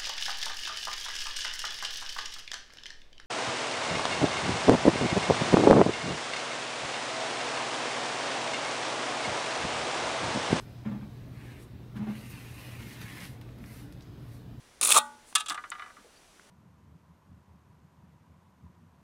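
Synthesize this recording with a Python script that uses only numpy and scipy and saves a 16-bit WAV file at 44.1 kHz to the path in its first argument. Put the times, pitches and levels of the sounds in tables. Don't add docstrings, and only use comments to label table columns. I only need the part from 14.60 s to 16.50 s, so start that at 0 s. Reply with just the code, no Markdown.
import sys
import numpy as np
from scipy import signal
from scipy.fft import rfft, irfft, next_fast_len
from scipy.io import wavfile
from scipy.ndimage import uniform_filter1d

SR = 44100
rng = np.random.default_rng(int(sys.argv[2]) if len(sys.argv) > 2 else 0)


def int16_out(signal):
    q = np.round(np.clip(np.atleast_2d(signal).T, -1, 1) * 32767)
    wavfile.write(sys.argv[1], SR, q.astype(np.int16))


N = 83790


def amp(db):
    return 10 ** (np.asarray(db) / 20)

def unit(x):
    return x / np.sqrt(np.mean(x ** 2) + 1e-20)

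def clock():
    return np.arange(N) / SR

def filtered(x, response):
    size = next_fast_len(N + 8192)
    return irfft(rfft(x, size) * response(np.fft.rfftfreq(size, 1 / SR)), size)[:N]

def coloured(x, colour):
    freqs, db = np.transpose(colour)
    def response(hz):
        bass_cut = np.minimum(1, hz / freqs[0]) ** 2
        return amp(np.interp(np.log(hz + 1), np.log(freqs), db)) * bass_cut
    return unit(filtered(x, response))

def noise():
    return rng.standard_normal(N)

def band(centre_hz, octaves):
    return unit(filtered(noise(), lambda hz: np.exp(-.5 * (np.log2((hz + 1) / centre_hz) / octaves) ** 2)))

def swell(peak_s, width_s):
    return np.exp(-.5 * ((clock() - peak_s) / width_s) ** 2)

def decay(start, fade_s, hold_s=0):
    age = clock() - start
    return (age >= 0) * np.exp(-np.log(1000) * np.maximum(age - hold_s, 0) / fade_s)


# frequency in Hz, relative level in dB.
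AIR_COLOUR = [(15, -25), (25, 0.5), (117, -6.5), (260, -4), (545, -6), (1650, -9), (4610, -13.5),
              (10100, -17), (16000, -34.5)]
def still_air():
    return amp(-59.5) * coloured(noise(), AIR_COLOUR)

def whine(hz=5880):
    return amp(-76) * unit(np.sin(2 * np.pi * hz * clock()))

def grains(per_second=9000, spread=0.33):
    size = rng.choice([-1, 1], N) * np.exp(spread * np.clip(noise(), -2, 2))
    return size * (rng.random(N) < per_second / SR)

# time in seconds, then grit, rasp and judder levels in dB.
STROKE_LEVELS = [(0.2122, -58.5, -71, -69), (0.211, -24.5, -36.5, -37), (0.219, -27.5, -41, -35.5),
                 (0.2245, -31.5, -39, -49.5), (0.23, -24, -29, -39.5), (0.248, -26.5, -45, -37.5),
                 (0.263, -29.5, -47, -46.5), (.290, -26.5, -33, -33.5), (0.304, -23.5, -34, -30),
                 (0.322, -22, -23.5, -33), (0.329, -28.5, -36.5, -36.5), (0.349, -21.5, -28.5, -28),
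                 (0.371, -22.5, -31, -14), (0.373, -16.5, -27.5, -20.5), (0.387, -23, -30.5, -23),
                 (.393, -37.5, -34, -31.5), (0.424, -67, -59, -71.5)]
# frequency in Hz, relative level in dB.
GRIT_COLOUR = [(2000, -13), (4200, -9.5), (5200, -7.5), (7000, -3), (9500, 2.5), (10600, -3.5),
               (11800, -19), (12600, -12), (16000, -20.5)]
RASP_COLOUR = [(1200, -7), (1500, -7.5), (1950, -16), (2600, 1.5), (3000, -9), (3550, 1.5), (4200, -2),
               (5000, -21.5), (9000, -41.5)]
JUDDER_COLOUR = [(130, -71), (260, -29), (400, -22.5), (580, -9), (780, -12.5), (1000, -8.5), (1220, 5.5),
                 (1380, -13), (1650, -33), (3000, -36)]
RUMBLE_COLOUR = [(25, -17.5), (100, -10.5), (230, -0.5), (480, 1), (900, -23), (2000, -42.5)]
def scrape():
    times, *levels = np.transpose(STROKE_LEVELS)
    grit, rasp, judder = [amp(np.interp(clock(), times, db, left=-120, right=-120)) for db in levels]
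    jerk = amp(2.5 * unit(uniform_filter1d(noise(), size=130)))
    out = jerk * (grit * coloured(grains(), GRIT_COLOUR) + rasp * coloured(grains(), RASP_COLOUR))
    out += judder * coloured(grains(), JUDDER_COLOUR)
    usual_grit = np.median(grit[grit > grit.max() / 10])
    rumble = amp(-50.5) * np.sqrt(np.minimum(grit / usual_grit, 1))
    out += rumble * coloured(noise(), RUMBLE_COLOUR)
    return out + snags() + board_ring(judder)

# pitch in Hz, relative level in dB, fade in seconds.
HELD_TONES = [(240, -20, .8), (581, -15, .45), (856, -2, .46), (921, -11, .48), (1157, -5, .35),
              (1206, -5, .27), (1270, -4, .2), (1453, -9, .46), (1502, -7, .32), (1906, -12, .27),
              (3305, -8, .15), (3480, -2, .1), (3700, 2, .085), (4199, -8, .12)]
def board_ring(judder, level_db=-31.5):
    out = np.zeros(N)
    for hz, db, fade_s in HELD_TONES:
        kept_per_sample = np.exp(-2 * np.log(1000) / (fade_s * SR))
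        energy = signal.lfilter([1], [1, -kept_per_sample], judder ** 2)
        tone = np.sin(2 * np.pi * (hz * clock() + rng.random()))
        out += amp(level_db + db) * np.sqrt(energy / energy.max()) * tone
    return out

# frequency in Hz, relative level in dB.
SNAG_COLOUR = [(800, -29.5), (1800, -17), (2800, -26.5), (5000, -15), (7200, 0.5), (10200, 1.5),
               (11800, -11), (12800, -13), (16000, -16.5)]
# time in seconds, level in dB, width in seconds, rasp relative to the crack in dB.
EDGE_SNAGS = [(0.2355, -21, 0.0018, -17), (0.25, -18, 0.0014, -16.5), (0.2574, -23.5, 0.0019, -2.5),
              (0.2742, -22, 0.0015, -9.5), (0.306, -11.5, .0008, -9.5), (0.323, -16.5, .0018, -3),
              (0.3263, -13, 0.00051, -19), (0.375, -21.5, 0.00064, -9.5), (.379, -19.5, .0011, -11.5),
              (.3862, -24.5, 0.0031, -5)]
def snags():
    crack, rasp = coloured(noise(), SNAG_COLOUR), coloured(noise(), RASP_COLOUR)
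    return sum(amp(db) * swell(at, width_s) * (crack + amp(rasp_db) * rasp)
               for at, db, width_s, rasp_db in EDGE_SNAGS)

# time in seconds, level in dB, pitch in Hz.
EDGE_SQUEAKS = [(.2735, -27, 13500), (.3075, -27, 13000), (.326, -20, 10100), (.3735, -19, 7050)]
def squeaks():
    return sum(amp(db) * swell(at, width_s=.0012) * band(hz, octaves=.063) for at, db, hz in EDGE_SQUEAKS)

def swish():
    return amp(-57) * swell(peak_s=.699, width_s=.026) * coloured(noise(), GRIT_COLOUR)

# start in seconds, level in dB, pitch in Hz, width in octaves, fade in seconds.
CHIP_TICKS = [(.727, -41.5, 925, 1, 0.016), (0.898, -24.5, 4200, .36, 0.011),
              (1.1028, -28.5, 8040, 0.21, 0.0097), (1.796, -48.5, 1430, 0.43, 0.019)]
def ticks():
    return sum(amp(db) * decay(start, fade_s) * band(hz, octaves)
               for start, db, hz, octaves, fade_s in CHIP_TICKS)

def struck(start, tones, detune=.004):
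    t, out = clock(), np.zeros(N)
    ringing = (t >= start) & (t < start + .3)
    age = t[ringing] - start
    for hz, db, fade_s in tones:
        level = amp(db + rng.normal(0, 1.37)) * np.exp(-np.log(1000) * age / fade_s)
        out[ringing] += level * np.sin(2 * np.pi * (hz * rng.normal(1, detune) * age + rng.random()))
    return out

def softened(ring, start, bright_hz, rise_s=.00094):
    rise = 1 - np.exp(-np.maximum(clock() - start, 0) / rise_s)
    return filtered(ring * rise, lambda hz: 1 / np.sqrt(1 + (hz / bright_hz) ** 5))

# pitch in Hz, relative level in dB, fade in seconds.
LYING_TONES = [(690, -16, .11), (852, -12, .13), (1178, -2, .15), (1273, -1, .13), (1545, -10, .12),
               (1712, -4, .12), (2164, -7, .05), (2538, -5, .11), (2775, 1.5, .07), (3303, -1, .09),
               (3385, 0, .07), (3450, 0, .06), (3612, -7, .11), (3790, -8, .11), (4355, -10, .08)]
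# frequency in Hz, relative level in dB.
KNOCK_COLOUR = [(60, -38), (450, -38), (650, -12.5), (1250, -2.5), (1800, -11), (2500, -7), (3500, 4),
                (4300, -7), (7000, -13), (12000, -30)]
CRUNCH_COLOUR = [(800, -37), (3000, -4), (5500, -5), (7600, 1), (10000, -2), (11800, -16.5), (13000, -19),
                 (16000, -27)]
# start in seconds, relative ring level in dB, brightness in Hz,
# crunch level in dB, time the crunch holds in seconds.
WALL_KNOCKS = [(.752, -21.5, 9000, -19.5, 0.006), (.756, -19.5, 4630, -34.5, 0.0057),
               (0.779, -30.5, 4560, -41, 0.011), (0.798, -36, 4500, -40, 0.0054),
               (.805, -29.5, 4470, -38.5, 0.0053), (0.8603, -36, 5500, -39.5, .002),
               (.884, -33, 5000, -37.5, 0.0081), (0.9, -30.5, 4340, -39.5, 0.01),
               (0.919, -29.5, 1760, -46, 0.01), (0.944, -28, 1700, -45.5, 0.006)]
def knocks():
    out = np.zeros(N)
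    crunch = coloured(grains(), CRUNCH_COLOUR)
    for start, db, bright_hz, crunch_db, hold_s in WALL_KNOCKS:
        body = amp(-2.5) * decay(start, fade_s=.075) * coloured(noise(), KNOCK_COLOUR)
        tones = amp(-8.5) * struck(start, LYING_TONES)
        out += amp(db) * softened(body + tones, start, bright_hz)
        out += amp(crunch_db) * decay(start, fade_s=.031, hold_s=hold_s) * crunch
    return out

# start in seconds, level in dB, pitch in Hz.
SOFT_BUMPS = [(0.895, -50.5, 270), (1.381, -57.5, 205), (1.443, -56.5, 420)]
def bumps(rise_s=.011):
    out = np.zeros(N)
    for start, db, hz in SOFT_BUMPS:
        progress = np.maximum(clock() - start, 0) / rise_s
        out += amp(db) * progress * np.exp(1 - progress) * band(hz, octaves=.53)
    return out

# pitch in Hz, relative level in dB, fade in seconds.
ROCKING_TONES = [(744, -17, 0.14), (955, -17, 0.24), (1136, -6.5, 0.1), (1210.6, 0, 0.12),
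                 (1331, -6.5, 0.097), (1406, -7, 0.13), (1527, -12.5, 0.23), (1686, -9.5, 0.16),
                 (1870, -9.5, 0.074), (1990, -5.5, .12), (2150, -11.5, 0.065), (2370, -8, 0.085),
                 (2970, -8, 0.12), (3580, -11.5, 0.11), (3810, -8.5, .07)]
# frequency in Hz, relative level in dB.
CLACK_COLOUR = [(100, -41), (500, -15), (750, -8.5), (1000, -5), (1280, -3.5), (1650, -2.5), (2300, -1),
                (2650, -4.5), (3100, -3), (4200, -3.5), (9000, -10)]
# start in seconds, relative level in dB, brightness in Hz.
ROCKING_CLACKS = [(.901, -26.5, 1550), (.944, -34, 1600), (.973, -29.5, 1860), (1.035, -33.5, 1860),
                  (1.046, -45, 1600), (1.114, -31.5, 3000), (1.148, -39, 2300), (1.18, -43.5, 2300),
                  (1.192, -34.5, 2380), (1.217, -35, 2300), (1.237, -41.5, 2166), (1.257, -41.5, 2130),
                  (1.277, -47, 2000), (1.298, -44, 1890), (1.363, -43.5, 1594)]
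def clatter():
    out = np.zeros(N)
    for start, db, bright_hz in ROCKING_CLACKS:
        body = amp(1) * decay(start, fade_s=.055) * coloured(noise(), CLACK_COLOUR)
        tones = amp(-3.5) * struck(start, ROCKING_TONES)
        out += amp(db) * softened(body + tones, start, bright_hz)
    travel_s = .0043
    return filtered(out, lambda hz: np.exp(-4j * np.pi * travel_s * np.sqrt(1000 * hz)))

def bird():
    return amp(-63) * swell(peak_s=1.574, width_s=.011) * band(4640, octaves=.055)


def scene():
    near = scrape() + squeaks() + knocks() + clatter() + ticks() + bumps()
    tail = noise() * decay(start=.0016, fade_s=.35)
    echo = signal.fftconvolve(near, tail / np.linalg.norm(tail))[:N]
    return (near + amp(-27) * echo + bird() + swish() + still_air())[None]

def record(dry):
    dip_hz, dip_width_hz, dip_db, top_hz = 11650, 180, -12, 16000
    dip = lambda hz: amp(dip_db * np.exp(-.5 * ((hz - dip_hz) / dip_width_hz) ** 2))
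    low_pass = lambda hz: 1 / (1 + (hz / top_hz) ** 200)
    return filtered(dry[0] + whine(), lambda hz: dip(hz) * low_pass(hz))[None]


dry = scene()
out = record(dry)
int16_out(out)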